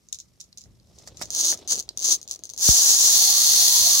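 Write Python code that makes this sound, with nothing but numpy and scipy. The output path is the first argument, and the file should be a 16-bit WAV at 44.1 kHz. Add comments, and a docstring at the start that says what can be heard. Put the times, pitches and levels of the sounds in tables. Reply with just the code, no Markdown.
"""In a small room, two plastic toy beetles with spring motors are set down on a cardboard box, close
to the microphones. Their legs tick and scrape. Rolling them winds the springs in short rasping
strokes: gear teeth click into the hard shells and hum in the box. Then both motors run loose together,
horns locked, with faint rising whines, and one thump hits the left microphone."""
import sys
import numpy as np
from scipy import signal
from scipy.fft import rfft, irfft
from scipy.io import wavfile

SR = 44100
rng = np.random.default_rng(int(sys.argv[2]) if len(sys.argv) > 2 else 0)


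def store_pcm(level_fs):
    """Save levels as 16-bit WAV."""
    pcm = np.round(np.clip(level_fs, -1, 1) * 32767).astype(np.int16)
    wavfile.write(sys.argv[1], SR, np.atleast_2d(pcm).T)


N = 176400
T = np.arange(N) / SR


def undb(db):
    """Turn decibels into a number to multiply by."""
    return 10 ** (np.asarray(db) / 20)


def unit(x):
    """Scale a signal to an average strength (rms) of 1."""
    return x / np.sqrt(np.mean(x ** 2) + 1e-20)


def curve(rows, column=1):
    """One column of a table, joined by straight lines in time."""
    rows = np.array(rows)
    return np.interp(T, rows[:, 0], rows[:, column])


def walk(steps_per_s):
    """Random wandering around zero, with a spread near 1."""
    return 1.2 * np.interp(T * steps_per_s, np.arange(4096), rng.standard_normal(4096))


def pan(db):
    """Left and right gains; a positive number makes the left louder."""
    return undb(np.array([[db], [-db]]) / 2)


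def convolve(x, response):
    """Let every sample of x set off the response, as a tap sets off a ring."""
    return signal.fftconvolve(np.atleast_2d(x), np.atleast_2d(response), axes=1)[:, :N]


def body(colour, rings=(), size=4096):
    """How an object sounds after one tap: a broad tone colour plus narrow ringing peaks."""
    hz, db = np.array(colour, float).T
    freqs = np.maximum(np.arange(size // 2 + 1) * SR / size, 1)
    colour_db = np.interp(np.log(freqs), np.log(hz), db)
    lift_db = sum(height / (1 + (2 * (freqs - centre) / width) ** 2) for centre, width, height in rings)
    cepstrum = irfft(np.log(undb(colour_db + lift_db)))
    # Folding the second half onto the first puts all the ringing after the tap.
    cepstrum[1:size // 2] *= 2
    cepstrum[size // 2 + 1:] = 0
    response = irfft(np.exp(rfft(cepstrum)))
    return response / np.linalg.norm(response)


def space(chatter_db, room_db, size=12000):
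    """Paths to both microphones: direct, quick bounces off shell and box (chatter), and room echo."""
    t = T[:size]
    paths = np.zeros((2, size))
    paths[:, 0] = 1
    for db, fade_s, start_s in ((chatter_db, .011, .0004), (room_db, .11, .004)):
        shared, apart = rng.standard_normal((2, size))
        apart = signal.lfilter(*signal.butter(1, 3000, "high", fs=SR), apart)  # the lows stay shared
        fade = np.exp(-np.log(1000) * t / fade_s) * (t > start_s)
        echoes = np.array([shared + apart, shared - apart]) * fade
        paths += undb(db) * unit(echoes) / np.sqrt(size)
    paths[1] = np.roll(paths[1], int(.00017 * SR))  # the right side hears it slightly later
    return unit(paths) / np.sqrt(size)


def hits(rows, response, chatter_db, room_db):
    """Single blows on one object, each with its own echoes."""
    track = np.zeros((2, 2 * N))
    for time, db, pan_db in rows:
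        blow = convolve(space(chatter_db, room_db), response)
        peak = np.abs(blow).max(axis=1).mean()
        start = int(time * SR)
        track[:, start:start + blow.shape[1]] += blow / peak * undb(db) * pan(pan_db)
    return track[:, :N]


def friction(levels, colour, rough_db, apart):
    """Uneven catching and slipping, partly different at the two microphones."""
    noise = rng.standard_normal(N) + apart * rng.standard_normal((2, N))
    grains = noise * undb(rough_db * walk(220))
    return unit(convolve(grains, body(colour))) * undb(curve(levels))


def background():
    """A very faint, steady low drone and hiss."""
    # tone colour of the noise (frequency [Hz], level [dB])
    colour = [(120, -27.5), (200, 3), (259, -17), (347, -8.5), (491, -22), (529, -16), (683, -30.5),
              (1060, -23.5), (13300, -27), (16000, -58)]
    return undb(-68) * unit(convolve(rng.standard_normal((2, N)), body(colour)))


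def handling():
    """Feet drag over the card and the box rubs hollowly under the hands, above a low rumble."""
    # how loud each noise is (time [s], level [dB])
    drag = [(0, -70), (.75, -74.5), (.92, -66.5), (1.0, -54.5), (1.05, -62.5), (1.08, -42.5), (1.11, -72),
            (1.16, -59), (1.195, -51), (1.222, -29), (1.25, -65), (1.29, -57), (1.55, -47.5), (1.65, -60),
            (1.87, -69), (1.94, -64.5), (2.19, -51), (2.26, -81), (2.35, -52), (2.42, -80), (2.5, -67),
            (2.6, -76)]
    rub = [(0, -75), (.6, -74), (.9, -66), (1.05, -61), (1.3, -53.5), (1.5, -48), (1.62, -51),
           (1.76, -46.5), (1.87, -61.5), (2.1, -50.5), (2.22, -62.5), (2.33, -61), (2.45, -61.5),
           (2.6, -61), (4, -62.5)]
    rumble = [(0, -67.5), (.3, -62), (.62, -66), (.67, -47), (.76, -57.5), (.85, -59.5), (1.0, -55.5),
              (1.3, -53), (1.4, -64), (1.55, -59), (2.5, -63.5), (2.8, -59), (3.7, -59.5), (3.83, -47),
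              (3.95, -60)]
    # tone colour of each noise (frequency [Hz], level [dB])
    drag_colour = [(530, -36), (900, -14), (1320, -2.5), (1460, -35), (1950, -7.5), (2730, -14.5),
                   (4360, -3.5), (5480, 3.5), (16000, -24.5)]
    rub_colour = [(60, -9.5), (160, -8), (340, -1), (450, -2.5), (650, -4), (1000, -14.5), (2000, -26.5),
                  (4000, -12), (16000, -67)]
    rumble_colour = [(20, -48), (45, -4), (68, -3), (100, -2.5), (170, -9), (300, -22), (800, -40),
                     (16000, -64)]
    return (friction(drag, drag_colour, rough_db=3.5, apart=.8)
            + friction(rub, rub_colour, rough_db=4.5, apart=.6)
            + friction(rumble, rumble_colour, rough_db=1, apart=.54))


def taps():
    """Loose legs and horns tick, shell clacks on shell, a hard leg snaps and feet knock on the box."""
    # the blows (time [s], relative peak [dB], left minus right [dB])
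    ticks = [(.0865, -38.5, -4), (.128, -20.5, 3), (.145, -28.5, 1), (.154, -40, -9), (.187, -32, -2),
             (.193, -40, -4), (.201, -29.5, 2), (.207, -38, -7), (.4005, -39, -8), (.404, -30, -2),
             (.411, -29, 3), (.440, -45, -5), (.574, -32, -3), (.582, -32.5, -2), (.609, -38.5, 2),
             (.615, -37, -5), (.638, -39, -3), (.986, -37.5, -1), (1.074, -33, 0), (1.171, -32, 2),
             (1.225, -23.5, -7), (1.233, -28, 9), (1.274, -46, -1)]
    clacks = [(.1263, -17, 6)]
    snaps = [(.528, -41.5, 1), (.799, -52.5, 0), (1.8905, -22, -1)]
    knocks = [(.658, -55, 3), (1.074, -39.5, -2), (1.214, -26.5, -2), (1.219, -40, -9), (1.526, -29, -3),
              (1.722, -35, -4), (3.539, -39, 13)]
    # tone colour of each struck part (frequency [Hz], level [dB])
    tick_colour = [(500, -46), (1000, -41), (1700, -35), (2400, -20.5), (3200, -15.5), (3950, -4),
                   (4700, -7.5), (5400, -1.5), (6400, 2), (7200, -0.5), (8300, -18), (9800, -14),
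                   (11500, -24.5), (16000, -22)]
    clack_colour = [(500, -33), (2400, -28), (3900, -3.5), (4800, -17), (6400, 9.5), (8300, -4),
                    (9800, 2.5), (11500, -16), (16000, -18)]
    leg_colour = [(500, -38), (2900, -20), (3600, -13), (4150, 0), (4500, -2), (4950, -1), (5600, -11),
                  (7400, -13), (9000, -24), (16000, -36)]
    box_colour = [(100, -13), (300, -2.5), (420, -7), (620, 6.5), (900, -7.5), (1400, -8.5), (1900, -3.5),
                  (2600, -15), (4000, -20.5), (8000, -13), (16000, -32)]
    return (undb(3.5) * hits(ticks, body(tick_colour), chatter_db=11.5, room_db=6)
            + hits(clacks, body(clack_colour), chatter_db=10, room_db=-2)
            + undb(5.5) * hits(snaps, body(leg_colour), chatter_db=1.5, room_db=-13)
            + undb(7.5) * hits(knocks, body(box_colour), chatter_db=5.5, room_db=-.5))


def gears(rows, speed, jitter, wobble, uneven_db, grit_db, grit_fade_teeth, chatter_db,
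          shift_db=0, contacts=4):
    """One click for each gear tooth, at one of a few contact points, with grinding between clicks."""
    teeth_per_s = curve(rows) * speed * (1 + wobble * walk(25))
    turning = (T >= rows[0][0]) & (T <= rows[-1][0])
    teeth_passed = np.cumsum(turning * teeth_per_s * (1 + jitter * walk(400))) / SR
    gain = turning * undb(curve(rows, column=2) + .7 * walk(30))
    click_at = np.flatnonzero(np.diff(np.ceil(teeth_passed), prepend=0))
    strength = unit(undb(uneven_db * rng.standard_normal(2048)[:len(click_at)]))
    strength *= np.sqrt(SR / teeth_per_s[click_at]) * gain[click_at]  # speed alone adds no loudness
    contact = rng.integers(0, contacts, 2048)[:len(click_at)]
    clatter = 0
    for point in range(contacts):
        load = undb(shift_db * walk(12))  # the load can shift between contacts
        clicks = np.zeros(N)
        clicks[click_at] = strength * (contact == point) * load[click_at]
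        clatter = clatter + convolve(clicks, space(chatter_db, room_db=-14))
    grit_fade = np.exp(-(teeth_passed % 1) / grit_fade_teeth) * np.sqrt(2 / grit_fade_teeth)
    grind = grit_fade * gain * rng.standard_normal((2, N))
    return (clatter + undb(grit_db) * grind) / np.sqrt(1 + undb(grit_db) ** 2)


def winding():
    """Each push speeds the gears up and lets them slow again; their clicks ring in the shell."""
    # four pushes, each a list of (time [s], tooth rate [1/s], relative level [dB])
    strokes = [
        [(1.304, 117, -51), (1.33, 197, -30.5), (1.40, 254, -24.5), (1.45, 296, -24), (1.505, 363, -21.5),
         (1.53, 240, -25.5), (1.555, 120, -41)],
        [(1.676, 170, -37), (1.70, 316, -24.5), (1.722, 327, -20), (1.75, 165, -33), (1.77, 118, -35.5),
         (1.802, 165, -30), (1.815, 150, -44)],
        [(1.974, 100, -34.5), (2.015, 160, -34), (2.05, 270, -24), (2.08, 335, -25.5), (2.118, 354, -18.5),
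         (2.15, 295, -26.5), (2.175, 73, -52)],
        [(2.277, 103, -42), (2.32, 152, -40.5), (2.36, 79, -44.5)],
    ]
    # single teeth slipping in a held toy (time [s], relative peak [dB], left minus right [dB])
    slips = [(1.256, -23.5, -1), (1.305, -11.5, -1), (1.575, -25.5, 0), (1.777, -23, -3), (1.826, -27, 8),
             (2.043, -9.5, 2), (2.215, -24.5, 4), (2.229, -23.5, 2), (2.312, -9.5, 1.5), (2.392, -30.5, 3),
             (2.437, -18, 1), (2.4445, -29, 5), (2.454, -22, 4), (2.470, -32, 3), (2.493, -21.5, -4),
             (2.500, -22.5, 12), (2.511, -33, 11), (2.5365, -20, 1), (2.5635, -26, 5)]
    # tone colour of the shell (frequency [Hz], level [dB])
    shell_colour = [(120, -42), (200, -60), (347, -17.5), (409, -40), (709, -22), (806, -29), (1080, -25),
                    (1500, -34), (1980, -29.5), (2330, -28), (4430, -6), (5330, -9), (6280, 3), (8120, -16),
                    (9750, -12.5), (12200, -25), (16000, -18.5)]
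    teeth = 0
    for stroke, pan_db in zip(strokes, [1.5, 2.5, 3.5, 2.5]):
        teeth += pan(pan_db) * gears(stroke, speed=1, jitter=.06, wobble=.0077, uneven_db=2.5,
                                     grit_db=-8, grit_fade_teeth=1, chatter_db=2.5, contacts=6)
    shell = body(shell_colour)
    return (undb(3.5) * convolve(teeth, shell)
            + undb(.5) * hits(slips, shell, chatter_db=-4.5, room_db=-6)
            + undb(-36) * sum(box_hum(stroke) for stroke in strokes))


def box_hum(rows):
    """The box hums roughly at the rate of the gear teeth, and at two and three times that rate."""
    # tones in the hum (multiple of the tooth rate, relative level [dB])
    harmonics = [(1, -14), (2, -9.5), (3, -12)]
    unsteady = 1 + .03 * walk(30) + .05 * walk(300)
    phase = 2 * np.pi * np.cumsum(curve(rows) * unsteady) / SR
    tone = sum(undb(db + 1.8 * walk(10)) * np.sin(round(k) * phase) for k, db in harmonics)
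    turning = (T > rows[0][0]) & (T <= rows[-1][0])
    return tone * undb(curve(rows, column=2)) * turning


def running():
    """Both motors whirr near the middle; the second, slightly faster one takes over for a while."""
    # the free run (time [s], base tooth rate [1/s], relative level [dB])
    run = [(2.577, 104, -35), (2.605, 199, -30.5), (2.63, 322, -20), (2.68, 373, -15), (2.80, 383, -16),
           (2.85, 372, -15.5), (2.93, 400, -16), (2.975, 343, -19.5), (3.01, 370, -16.5), (3.20, 363, -16),
           (3.31, 390, -18), (3.45, 350, -17.5), (3.54, 395, -16.5), (3.70, 368, -17.5), (3.76, 392, -15.5),
           (3.82, 333, -17.5), (3.90, 365, -17.5), (4.0, 390, -17)]
    # how much louder the first motor is than the second (time [s], lead [dB])
    first_lead = [(2.58, 18), (2.95, 15.5), (3.2, 0.5), (3.4, -7), (3.6, -7), (4.0, -0.5)]
    # tone colour of both shells (frequency [Hz], level [dB])
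    shell_colour = [(100, -35.5), (250, -31), (400, -29), (750, -24), (1100, -26), (1500, -30.5),
                    (1950, -25), (2350, -26.5), (2900, -20.5), (3400, -13), (4200, -7.5), (4700, -8.5),
                    (5400, -9), (5800, -4.5), (6400, -2), (7100, -10), (8200, -16.5), (10000, -12.5),
                    (11000, -14.5), (13000, -19), (15700, -14.5)]
    # where each beetle's shell rings (frequency [Hz], width [Hz], lift [dB])
    first_rings = [(3880, 27, 1), (4514, 32, -4), (4610, 44, 10), (5540, 180, 7.5), (5930, 160, 7),
                   (6290, 100, 1.5), (6620, 130, 9.5), (6660, 31, 2.5), (7166, 260, 12), (7640, 106, 12.5),
                   (9920, 250, 4), (15000, 220, 2)]
    second_rings = [(4256, 90, 5.9), (4380, 81, 8.5), (4690, 32, 3.2), (5380, 26, 3), (5830, 46, 4.5),
                    (6400, 36, 3.5), (6330, 24, 4.7), (7400, 21, 1.7), (8480, 130, 5), (10600, 80, 2.5),
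                    (12080, 210, 8), (13400, 120, 5)]
    first_teeth = gears(run, speed=.97, jitter=.06, wobble=.015, uneven_db=1,
                        grit_db=-3, grit_fade_teeth=.86, chatter_db=3, shift_db=1.5)
    second_teeth = gears(run, speed=1.04, jitter=.08, wobble=.025, uneven_db=2.5,
                         grit_db=-1, grit_fade_teeth=.62, chatter_db=3, shift_db=2)
    first = convolve(first_teeth, body(shell_colour, first_rings)) * pan(.8)
    second = convolve(second_teeth, body(shell_colour, second_rings)) * pan(.42)
    lead = undb(curve(first_lead))
    rasp = (lead * first + second) / np.sqrt(1 + lead ** 2)
    return undb(2.5) * rasp + undb(-32) * box_hum(run)


def thump(start_s=2.689, gain_db=-6.5, start_hz=210, rest_hz=52, sag_s=.0031, decay_s=.012):
    """A bump at the left microphone: a sharp edge, then a low swing that drops in pitch and dies."""
    t = np.maximum(T - start_s, 0)
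    pitch = rest_hz + (start_hz - rest_hz) * np.exp(-t / sag_s)
    phase = 2 * np.pi * np.cumsum((t > 0) * pitch) / SR
    envelope = np.exp(-t / decay_s) * (1 - np.exp(-t / .000053))
    return undb(gain_db) * np.cos(phase) * envelope * np.array([[1], [0]])


def whines(rise_per_s=.9):
    """As a wheel gathers speed, a faint whine swells, climbs and fades, roughened by rattling gears."""
    # the whines (start [s], length [s], starting pitch [Hz], level [dB])
    glides = [(2.719, 0.11, 695, -49), (2.949, 0.31, 943, -57), (3.162, 0.2, 710, -43.5),
              (3.271, 0.2, 1080, -46), (3.549, 0.15, 700, -44.5), (3.647, 0.27, 896.5, -45),
              (3.81, 0.11, 658, -42), (3.883, .16, 1077, -45.5)]
    track = 0
    for start, length, hz, db in glides:
        t = np.clip(T - start, 0, length)
        rattle = .03 * walk(260)
        pitch = hz * (1 + rise_per_s * t + rattle)
        swell = undb(db + 2 * walk(90)) * np.sin(np.pi * t / length)
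        track += swell * np.sin(2 * np.pi * np.cumsum(pitch) / SR)
    return track


def scene():
    """Add all the sounds together, in stereo."""
    return handling() + background() + winding() + running() + whines() + taps() + thump()


def record(dry):
    """The recorder drops the deepest bass, rounds the very highest peaks and cuts the top treble."""
    thin = signal.sosfilt(signal.butter(2, 32, "high", fs=SR, output="sos"), dry)
    rounded = thin / (1 + (thin / .8) ** 6) ** (1 / 6)
    return signal.sosfilt(signal.ellip(10, .2, 80, 15750, fs=SR, output="sos"), rounded)


dry = scene()
out = record(dry)
store_pcm(out)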